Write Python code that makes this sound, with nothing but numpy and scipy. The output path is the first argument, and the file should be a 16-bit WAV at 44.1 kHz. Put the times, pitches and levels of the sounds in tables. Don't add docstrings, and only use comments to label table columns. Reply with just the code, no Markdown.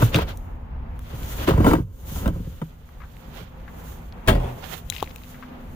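import sys
import numpy as np
from scipy import signal
from scipy.fft import rfft, irfft, next_fast_len
from scipy.io import wavfile
from scipy.ndimage import uniform_filter1d

SR = 44100
rng = np.random.default_rng(int(sys.argv[2]) if len(sys.argv) > 2 else 0)


def unload_wav(signal):
    wavfile.write(
        sys.argv[1],
        SR,
        np.round(np.clip(np.atleast_2d(signal).T, -1, 1) * 32767).astype(np.int16),
    )


def voltage_ratio(level):
    return 10 ** (np.asarray(level, float) / 20)


N = 253575
T = np.arange(N) / SR

# f/Hz, level/dB
SIDE_SHARE = [(30, -27.5), (130, -11.5), (280, -10), (500, -0.5), (800, 0), (16000, 0.5)]
# f/Hz, phase lag/rad
RIGHT_LAG = [(200, 0), (350, .6), (600, 1.3), (1000, 1.6), (16500, 1.6)]

# t/s, rumble level/dB, tyre wash level/dB
SURROUNDINGS = [(0.0, -26, -50), (0.2, -30, -45.5), (0.5, -34.5, -46.5), (0.83, -31, -45),
                (1.1, -33.5, -44), (1.36, -29.5, -41), (1.75, -39, -41), (1.86, -42.5, -71),
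                (2.07, -34.5, -47.5), (2.26, -26.5, -41), (2.42, -29, -69), (2.56, -37, -59),
                (2.91, -42, -51.5), (3.15, -40, -46.5), (3.55, -39, -47.5), (4.0, -40.5, -44),
                (4.3, -40.5, -41.5), (4.68, -40.5, -47), (5.06, -39.5, -48), (5.56, -45.5, -45.5),
                (5.75, -31, -43.5)]
# f/Hz, relative level/dB
RUMBLE_COLOUR = [(8.8, -57), (15, 8), (65, 12), (94, 5.5), (135, -3.5), (156, -4), (193, -18.5), (242, -5),
                 (300, -26), (390, -41), (660, -120)]
# f/Hz, relative level/dB
WASH_COLOUR = [(76, -33), (130, -3.5), (156, 4), (191, -1.5), (239, 0.5), (298, -8), (439, -11),
               (495, -7.5), (571, -12.5), (874, -11.5), (2660, -27), (7190, -62), (7800, -68), (15200, -45),
               (16500, -76)]
# f/Hz, looseness/Hz (3.9 / t60), level/dB, start t/s
HUMS = [(161.4, 4.8, -51, 2.57), (248.4, 1.2, -45.5, 5.03), (520.5, 7.3, -63, 2.63), (255.5, 46, -66, 0.5)]
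# f/Hz, width/Hz, level/dB, end t/s
BOOT_WELL = (850, 300, -52, 1.1)

# peak t/s, swell/s, fade/s, hiss level/dB, scrape level/dB
STROKES = [(0.036, 0.11, 0.081, -33, -31), (0.151, 0.027, 0.066, -34, -22.5),
           (0.225, 0.062, 0.019, -43, -29), (0.29, 0.025, 0.047, -45.5, -34.5),
           (1.31, 0.27, 0.17, -41, -42.5), (1.445, 0.18, 0.053, -38.5, -34),
           (1.477, .012, 0.074, -37, -25.5), (1.671, 0.048, 0.11, -33, -50), (1.739, 0.09, 0.034, -49, -52),
           (2.09, 0.045, 0.25, -42, -49), (2.184, 0.16, 0.12, -38.5, -44.5),
           (3.371, 0.067, 0.15, -52.5, -42.5), (3.9, 0.28, 0.18, -49.5, -53.5),
           (4.654, 0.086, 0.12, -52, -41.5), (4.735, 0.08, 0.073, -43.5, -40),
           (4.78, 0.069, 0.043, -51, -45.5), (4.956, .12, 0.16, -46, -45), (5.054, 0.15, .2, -56, -55),
           (5.28, 0.091, 0.27, -51.5, -52.5)]
# t/s, hiss level/dB, scrape level/dB
RUSTLE = [(0.0, -52, -41), (0.39, -60, -67), (0.56, -71, -72.5), (0.96, -91, -69.5), (1.02, -62.5, -57.5),
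          (1.1, -57.5, -48), (1.6, -48.5, -67), (1.8, -59, -72), (1.88, -70.5, -80), (1.97, -57.5, -78),
          (2.3, -58.5, -60), (2.5, -54, -53.5), (2.8, -65.5, -63.5), (3.13, -62, -57.5), (3.3, -62, -55.5),
          (3.5, -68, -62), (4.07, -65, -62), (4.22, -65.5, -61), (4.43, -55, -57), (4.85, -61, -62),
          (5.2, -54.5, -58), (5.45, -71.5, -55.5), (5.75, -60, -59.5)]
# t/s, left minus right/dB
RUB_PAN = [(0.0, 1.5), (2.5, -1), (2.7, -2.5), (3.4, -10.5), (3.55, -4), (3.95, -7.5), (4.2, -4), (4.32, 8),
           (4.46, -5), (4.7, -18), (4.79, -15), (4.86, 10), (4.97, 3), (5.07, -2.5), (5.75, -1)]
# f/Hz, relative level/dB
HISS_COLOUR = [(1760, -25), (3000, -3), (5090, -10), (6620, -1.5), (8380, -9.5), (10500, -7), (11400, -2.5),
               (13300, -3.5), (15100, 4.5), (16200, -36), (16500, -49)]
# f/Hz, relative level/dB
SCRAPE_COLOUR = [(240, -8.5), (400, -5.5), (746, -4.5), (962, -8), (1280, -7.5), (1380, -6), (2290, -12),
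                 (3280, -10), (5000, -20.5), (6500, -27), (11000, -120)]

# t/s, peak level/dB, centre f/Hz, snap level/dB, left minus right/dB
TICKS = [(0.1451, -8, 2980, -42, 2), (0.1605, -13.5, 3320, -16, -3), (0.1704, -23, 1670, -40, 1),
         (0.3734, -54, 1590, -29.5, -1.5), (0.992, -38, 1525, -36.5, 7), (1.2322, -36, 2620, -43, 3),
         (2.278, -32, 3030, -26, 2), (2.8903, -43, 1510, -63, 13), (3.1677, -40.5, 2270, -48, -10),
         (4.124, -39, 3420, -61, 8), (4.4595, -38.5, 1550, -62, 8), (4.9002, -31, 2200, -16.5, 21),
         (4.924, -28, 2250, -42, 19), (4.9496, -30, 3480, -46, 12), (4.9636, -27.5, 2550, -49, 17),
         (5.005, -27, 3600, -34, 11.5), (5.027, -26, 3020, -26, 17), (5.1603, -33.5, 2250, -30.5, 15.5),
         (5.218, -43, 1690, -60, 2)]
# t/s, peak level/dB, centre f/Hz
SCUFFS = [(0.2244, -42, 1640), (1.1704, -55, 1580), (2.089, -45, 1050), (3.003, -41, 1410),
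          (3.0165, -37.5, 1350), (3.0347, -40.5, 1280), (3.6776, -37, 1390), (5.344, -38.5, 1670),
          (5.425, -32.5, 1340), (5.5183, -47, 1210)]
# f/Hz, t60/s, relative level/dB
STONE_MODES = [(3320, 0.01, -6.5), (3980, 0.014, -1.5), (5480, 0.011, -7), (6660, 0.011, 0.5),
               (7440, 0.0093, -6)]
# f/Hz, t60/s, relative level/dB
HEEL_MODES = [(440, 0.019, -6), (816, 0.016, -1.5), (1115, 0.011, 0.5)]

# t/s, panel peak level/dB, latch peak level/dB
LID_HITS = [(4.263, -26, -35), (4.275, -3, -10), (4.283, -3, -3.5), (4.293, -7, -20), (4.303, -9.5, -30),
            (4.326, -43, -24), (4.348, -10, -25.5), (4.37, -17.5, -49), (4.4, -22, -34),
            (4.439, -16.5, -37)]
# f/Hz, t60/s, relative level/dB
LID_MODES = [(38.6, 0.28, 0), (79, 0.16, 0), (124.2, 0.57, -10.5), (170, 0.18, -7.5), (216, 0.32, -13),
             (264.5, 0.38, -11), (322, 0.11, -5), (387.6, 0.31, -7), (486, 0.22, -7.5), (559, 0.6, -11),
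             (640, .15, -23), (768, 0.29, -11.5), (877, 0.1, -8.5)]
# f/Hz, t60/s, relative level/dB
LATCH_MODES = [(640, .03, 0), (780, .03, -1), (1040, .03, 0), (1220, .02, -1), (1400, .02, -1),
               (1600, .02, -1), (1850, .015, -3), (2200, .012, -3), (2700, .015, -3), (3150, .02, -5),
               (3300, .025, -4), (3480, .015, -6), (4100, .008, -8), (5000, .006, -9)]
# f/Hz, relative level/dB
BUZZ_COLOUR = [(100, -20), (200, -3), (400, 0), (850, 0), (1300, -13), (3300, -20), (4500, -32),
               (12000, -38), (16500, -40)]

# t/s, board peak level/dB, favoured f/Hz, boom peak level/dB, knock peak level/dB
BLOWS = [(0.016, -8, 101, -19, -21), (0.022, -7.5, 115, -29, -13), (0.144, -6.5, 102.4, -29, -23),
         (0.157, -13, 127, -25, -36), (0.169, -14.5, 407, -31, -27), (0.185, -15.5, 412, -35, -14.5),
         (0.217, -30, 103, -19, -23), (1.129, -25, 114, -32, -42), (1.475, -3.5, 327, -35, -15.5),
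         (1.486, -5.5, 394, -25, -9), (1.506, -8.5, 150, -19, -14), (1.533, -12, 164, -10, -23),
         (1.576, -8, 148, -15, -21.5), (1.602, -6.5, 262, -12, -19), (1.644, -8.5, 190, -36, -11.5),
         (1.665, -3.5, 276, -28, -9), (1.710, -7.5, 244, -29, -10), (1.733, -5, 295, -37, -8.5),
         (1.75, -14, 170, -22, -20.5), (1.779, -15.5, 307, -28, -45), (1.791, -14.5, 131, -19.5, -36),
         (2.114, -24.5, 178, -43, -40), (2.159, -24.5, 220, -40, -29), (2.257, -10.5, 196, -12.5, -20),
         (2.276, -14, 283, -27, -18), (2.299, -18.5, 158, -32, -50), (2.358, -24, 159, -33, -41),
         (2.394, -21, 158, -33, -52), (2.466, -22.5, 144, -51, -48), (2.615, -17.5, 169, -43, -27),
         (3.275, -31, 180, -43, -55), (3.407, -29.5, 160, -46, -50)]
# f/Hz, t60/s, relative level/dB
BOOM_MODES = [(47, 0.19, 1.5), (62.8, 0.099, 8), (93.8, 0.43, -4.5)]
# f/Hz, t60/s, relative level/dB
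BOARD_MODES = [(105.4, 0.13, -3.5), (122.8, 0.15, -2), (167.4, 0.18, -3.5), (217.2, 0.079, 0),
               (267, 0.091, 1.56), (313, 0.089, 1.5), (369, 0.072, 0.9), (408, 0.075, -0.7),
               (451, 0.058, 0.8), (530, 0.061, 2.5)]
# f/Hz, t60/s, relative level/dB
EDGE_MODES = [(620, .03, 0), (740, .03, -1), (880, .02, -2), (1020, .018, -2), (1180, .016, -2),
              (1370, .014, -3), (1620, .012, -4), (1900, .01, -5), (2300, .009, -7), (2750, .008, -9),
              (3300, .008, -11), (3900, .006, -16)]
# t/s, level/dB
SHUDDER = [(0.0, -24), (0.08, -34), (0.248, -33.5), (0.4, -53), (0.5, -77), (1.0, -71), (1.176, -42),
           (1.29, -43.5), (1.518, -29.5), (1.63, -23), (1.678, -14), (1.792, -30), (1.858, -54.5),
           (2.096, -49.5), (2.266, -27), (2.332, -43), (2.45, -47.5), (2.75, -61), (3.0, -74)]

STROKE_DEPTH_DB = 20
STROKE_ROUNDING = 1.25
TICK_WIDTH = 1.35
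TICK_CONTACT_S, SCUFF_CONTACT_S, SCUFF_PAN_DB = 0.00098, 0.018, 10
GRIT_FROM_S, GRIT_TO_S, GRIT_DB, GRIT_FADE_DB_PER_S = 4.935, 5.3, -29, 40
GRIT_HZ, GRIT_SNAP_UNDER_DB, GRIT_PAN_DB = 2700, 20, 15.5
GRIT_BUNCHING = 2.4
STONE_S, STONE_DB, STONE_PAN_DB = 4.9003, -14, 13
HEEL_S, HEEL_DB = 5.026, -11
BUZZ_FROM_S, BUZZ_DB, BUZZ_T60_S = 4.29, -25, 0.8
CRACK_UNDER_LATCH_DB, CRACK_UNDER_KNOCK_DB = 10, 16
CHATTER_S = 0.0084
SLAP_LO_HZ, SLAP_HI_HZ, SLAP_S, SLAP_UNDER_KNOCK_DB = 500, 950, 0.007, 6
SHUDDER_BOOM_DB, SHUDDER_EDGE_DB = -11, -13.5


def shape(x, table):
    hz, db = np.transpose(table)
    size = next_fast_len(N)
    f = np.maximum(np.fft.rfftfreq(size, 1 / SR), 1)
    gain = voltage_ratio(np.interp(np.log(f), np.log(hz), db))
    return irfft(rfft(x, size) * gain, size)[..., :N]


def unit(x):
    return x / np.sqrt(np.mean(x ** 2))


def curve(table, column=1):
    rows = np.array(table)
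    return np.interp(T, rows[:, 0], rows[:, column])


def walk(rate):
    hold = int(SR / rate)
    steps = np.repeat(rng.standard_normal(N // hold + 1), hold)
    smooth = uniform_filter1d(uniform_filter1d(steps, hold), hold)
    return unit(smooth[:N])


def ears(pan_db):
    return voltage_ratio(np.array([pan_db, -pan_db]) / 2)


def air(colour, grain_db=0.):
    grains = voltage_ratio(grain_db * np.minimum(rng.exponential(size=(2, N)), 6))
    mid, side = rng.standard_normal((2, N)) * grains
    difference = shape(side, SIDE_SHARE) * np.array([[1], [-1]])
    return unit(shape(mid + difference, colour))


def ring(x, modes):
    out = 0
    for hz, t60, db in modes:
        r = np.exp(-np.log(1000) / (t60 * SR))
        w = 2 * np.pi * hz / SR
        out = out + voltage_ratio(db) * signal.lfilter([0, r * np.sin(w)], [1, -2 * r * np.cos(w), r * r], x)
    return out


def hollow(x, t60_s, wet_db):
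    decay = np.exp(-np.log(1000) * np.minimum(T / t60_s, 10)) * (T > 0.0003)
    tail = shape(rng.standard_normal((2, N)) * decay, SIDE_SHARE)[:, :int(0.4 * SR)]
    tail = tail / np.sqrt(np.sum(tail ** 2, axis=1, keepdims=True))
    return x + voltage_ratio(wet_db) * signal.fftconvolve(x, tail, axes=1)[:, :N]


def add(out, s, sound, db, pan_db=0.):
    i = int(s * SR)
    sound = sound * voltage_ratio(db) / np.max(np.abs(sound))
    out[:, i:i + len(sound)] += np.outer(ears(pan_db), sound)[:, :N - i]


def push(length_s, rough):
    t = np.arange(2048) / SR
    decay = np.exp(-t / length_s) * (1 - t / t[-1])
    return decay * (1 - rough + rough * rng.standard_normal(len(t)))


def strike(modes, force, favour_hz=None, spread=0.43, detune=0.045):
    hz, t60, db = np.transpose(modes)[..., None]
    t = np.arange(int(min(0.35, t60.max()) * SR)) / SR
    if favour_hz:
        db = db - np.minimum(6 * (np.log2(hz / favour_hz) / spread) ** 2, 14)
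    hz = hz * (1 + detune * rng.standard_normal(hz.shape))
    sign = (-1.) ** np.arange(len(hz))[:, None]
    decay = np.exp(-np.log(1000) * t / t60)
    ringing = np.sum(sign * voltage_ratio(db) * np.sin(2 * np.pi * hz * t) * decay, axis=0)
    return signal.fftconvolve(ringing, force)


def crack(length_s):
    return signal.sosfilt(signal.butter(2, 4500, "high", fs=SR, output="sos"), push(length_s, 0.54))


def crunch(hz, length_s):
    band = signal.butter(2, [hz / TICK_WIDTH, hz * TICK_WIDTH], "band", fs=SR, output="sos")
    return signal.sosfilt(band, push(length_s, 1))


def round_housing(x):
    size = next_fast_len(N)
    lag = np.interp(np.fft.rfftfreq(size, 1 / SR), *np.transpose(RIGHT_LAG))
    right = irfft(rfft(x[1], size) * np.exp(-1j * lag), size)[:N]
    return np.array([x[0], right])


def traffic():
    rumble = air(RUMBLE_COLOUR) * voltage_ratio(curve(SURROUNDINGS, column=1) + 1.1 * walk(14))
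    wash = air(WASH_COLOUR) * voltage_ratio(curve(SURROUNDINGS, column=2) + 2.04 * walk(17))
    return rumble + wash


def machinery():
    out = 0
    for hz, looseness, db, start in HUMS:
        hum = unit(ring(rng.standard_normal(N), [(hz, 3.9 / looseness, 0)]))
        out = out + voltage_ratio(db) * np.clip((T - start) / 0.55, 0, 1) * hum
    return out


def boot_well():
    hz, width, db, until = BOOT_WELL
    band = unit(ring(rng.standard_normal((2, N)), [(hz, 2.2 / width, 0)]))
    return voltage_ratio(db) * np.clip((until - T) / 0.2, 0, 1) * band


def rub_level(stroke_db, stroking, column):
    return np.sqrt(voltage_ratio(2 * stroke_db) @ stroking + voltage_ratio(curve(RUSTLE, column)) ** 2)


def rubbing():
    peak_s, swell_s, fade_s, hiss_db, scrape_db = np.transpose(STROKES)[..., None]
    away = np.maximum((peak_s - T) / swell_s, (T - peak_s) / fade_s)
    stroking = voltage_ratio(-2 * STROKE_DEPTH_DB * away ** STROKE_ROUNDING)
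    hiss = air(HISS_COLOUR, 2.5) * rub_level(hiss_db[:, 0], stroking, column=1) * voltage_ratio(1.2 * walk(60))
    scrape = air(SCRAPE_COLOUR, 3.) * rub_level(scrape_db[:, 0], stroking, column=2) * voltage_ratio(1.5 * walk(60))
    return (hiss + scrape) * ears(curve(RUB_PAN))


def grit(count):
    when, colour, size = rng.random((count, 3)).T
    late_s = (GRIT_TO_S - GRIT_FROM_S) * when ** GRIT_BUNCHING
    db = GRIT_DB - GRIT_FADE_DB_PER_S * late_s - 12 * size
    hz = GRIT_HZ * 1.7 ** (colour - 0.5)
    return list(zip(GRIT_FROM_S + late_s, db, hz, db - GRIT_SNAP_UNDER_DB, GRIT_PAN_DB + 0 * db))


def ticks_and_shoes():
    out = np.zeros((2, N))
    for s, db, hz, snap_db, pan_db in TICKS + grit(count=34):
        add(out, s, crunch(hz, TICK_CONTACT_S), db, pan_db)
        add(out, s, crack(TICK_CONTACT_S), snap_db, pan_db)
    for s, db, hz in SCUFFS:
        add(out, s, crunch(hz, SCUFF_CONTACT_S), db, SCUFF_PAN_DB)
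    add(out, STONE_S, strike(STONE_MODES, push(0.0001, 0), detune=0), STONE_DB, STONE_PAN_DB)
    add(out, HEEL_S, strike(HEEL_MODES, push(0.00032, 0), detune=0), HEEL_DB, 6.)
    return hollow(out, 0.025, -11)


def lid_rattle():
    after = np.maximum(T - BUZZ_FROM_S, 0)
    level_db = BUZZ_DB - 60 * after / BUZZ_T60_S + 2.9 * walk(45)
    return air(BUZZ_COLOUR, 2.) * voltage_ratio(level_db) * (after > 0)


def lid():
    out = np.zeros((2, N))
    for s, db, latch_db in LID_HITS:
        add(out, s, strike(LID_MODES, push(0.0013, 0.16), detune=0.043), db)
        add(out, s, strike(LATCH_MODES, push(0.016, 0.7), detune=0.03), latch_db, 6.)
        add(out, s, crack(0.018), latch_db - CRACK_UNDER_LATCH_DB)
    return hollow(out, 0.101, -3.5) + lid_rattle()


def shudder():
    drag = rng.standard_normal(N)
    body = unit(ring(drag, BOARD_MODES))
    boom = voltage_ratio(SHUDDER_BOOM_DB) * unit(ring(drag, BOOM_MODES))
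    edge = voltage_ratio(SHUDDER_EDGE_DB) * unit(ring(drag, EDGE_MODES))
    return (body + boom + edge) * voltage_ratio(curve(SHUDDER) + 1.45 * walk(39.16))


def board():
    out = np.zeros((2, N))
    slap = signal.butter(2, [SLAP_LO_HZ, SLAP_HI_HZ], "band", fs=SR, output="sos")
    for s, db, favour_hz, boom_db, knock_db in BLOWS:
        add(out, s, strike(BOARD_MODES, push(0.00027, 0.62), favour_hz), db)
        add(out, s, strike(BOOM_MODES, push(0.00071, 0)), boom_db)
        add(out, s, strike(EDGE_MODES, push(CHATTER_S, 0.5)), knock_db, 4.)
        add(out, s, signal.sosfilt(slap, push(SLAP_S, 1)), knock_db - SLAP_UNDER_KNOCK_DB)
        add(out, s, crack(0.0099), knock_db - CRACK_UNDER_KNOCK_DB, 1.5)
    return hollow(out + shudder(), 0.022, -1.55)


def scene():
    surroundings = traffic() + machinery() + boot_well()
    return surroundings + rubbing() + ticks_and_shoes() + round_housing(lid() + board())


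def roll_off(x):
    return signal.sosfilt(signal.butter(12, 16990, fs=SR, output="sos"), x)


def record(dry):
    no_rumble = signal.sosfilt(signal.butter(1, 20, "high", fs=SR, output="sos"), dry)
    no_top = signal.sosfilt(signal.ellip(8, 0.5, 50, 16300, fs=SR, output="sos"), no_rumble)
    mix = np.tanh(0.81 * no_top) / 0.79
    return roll_off(mix)


dry = scene()
out = record(dry)
unload_wav(out)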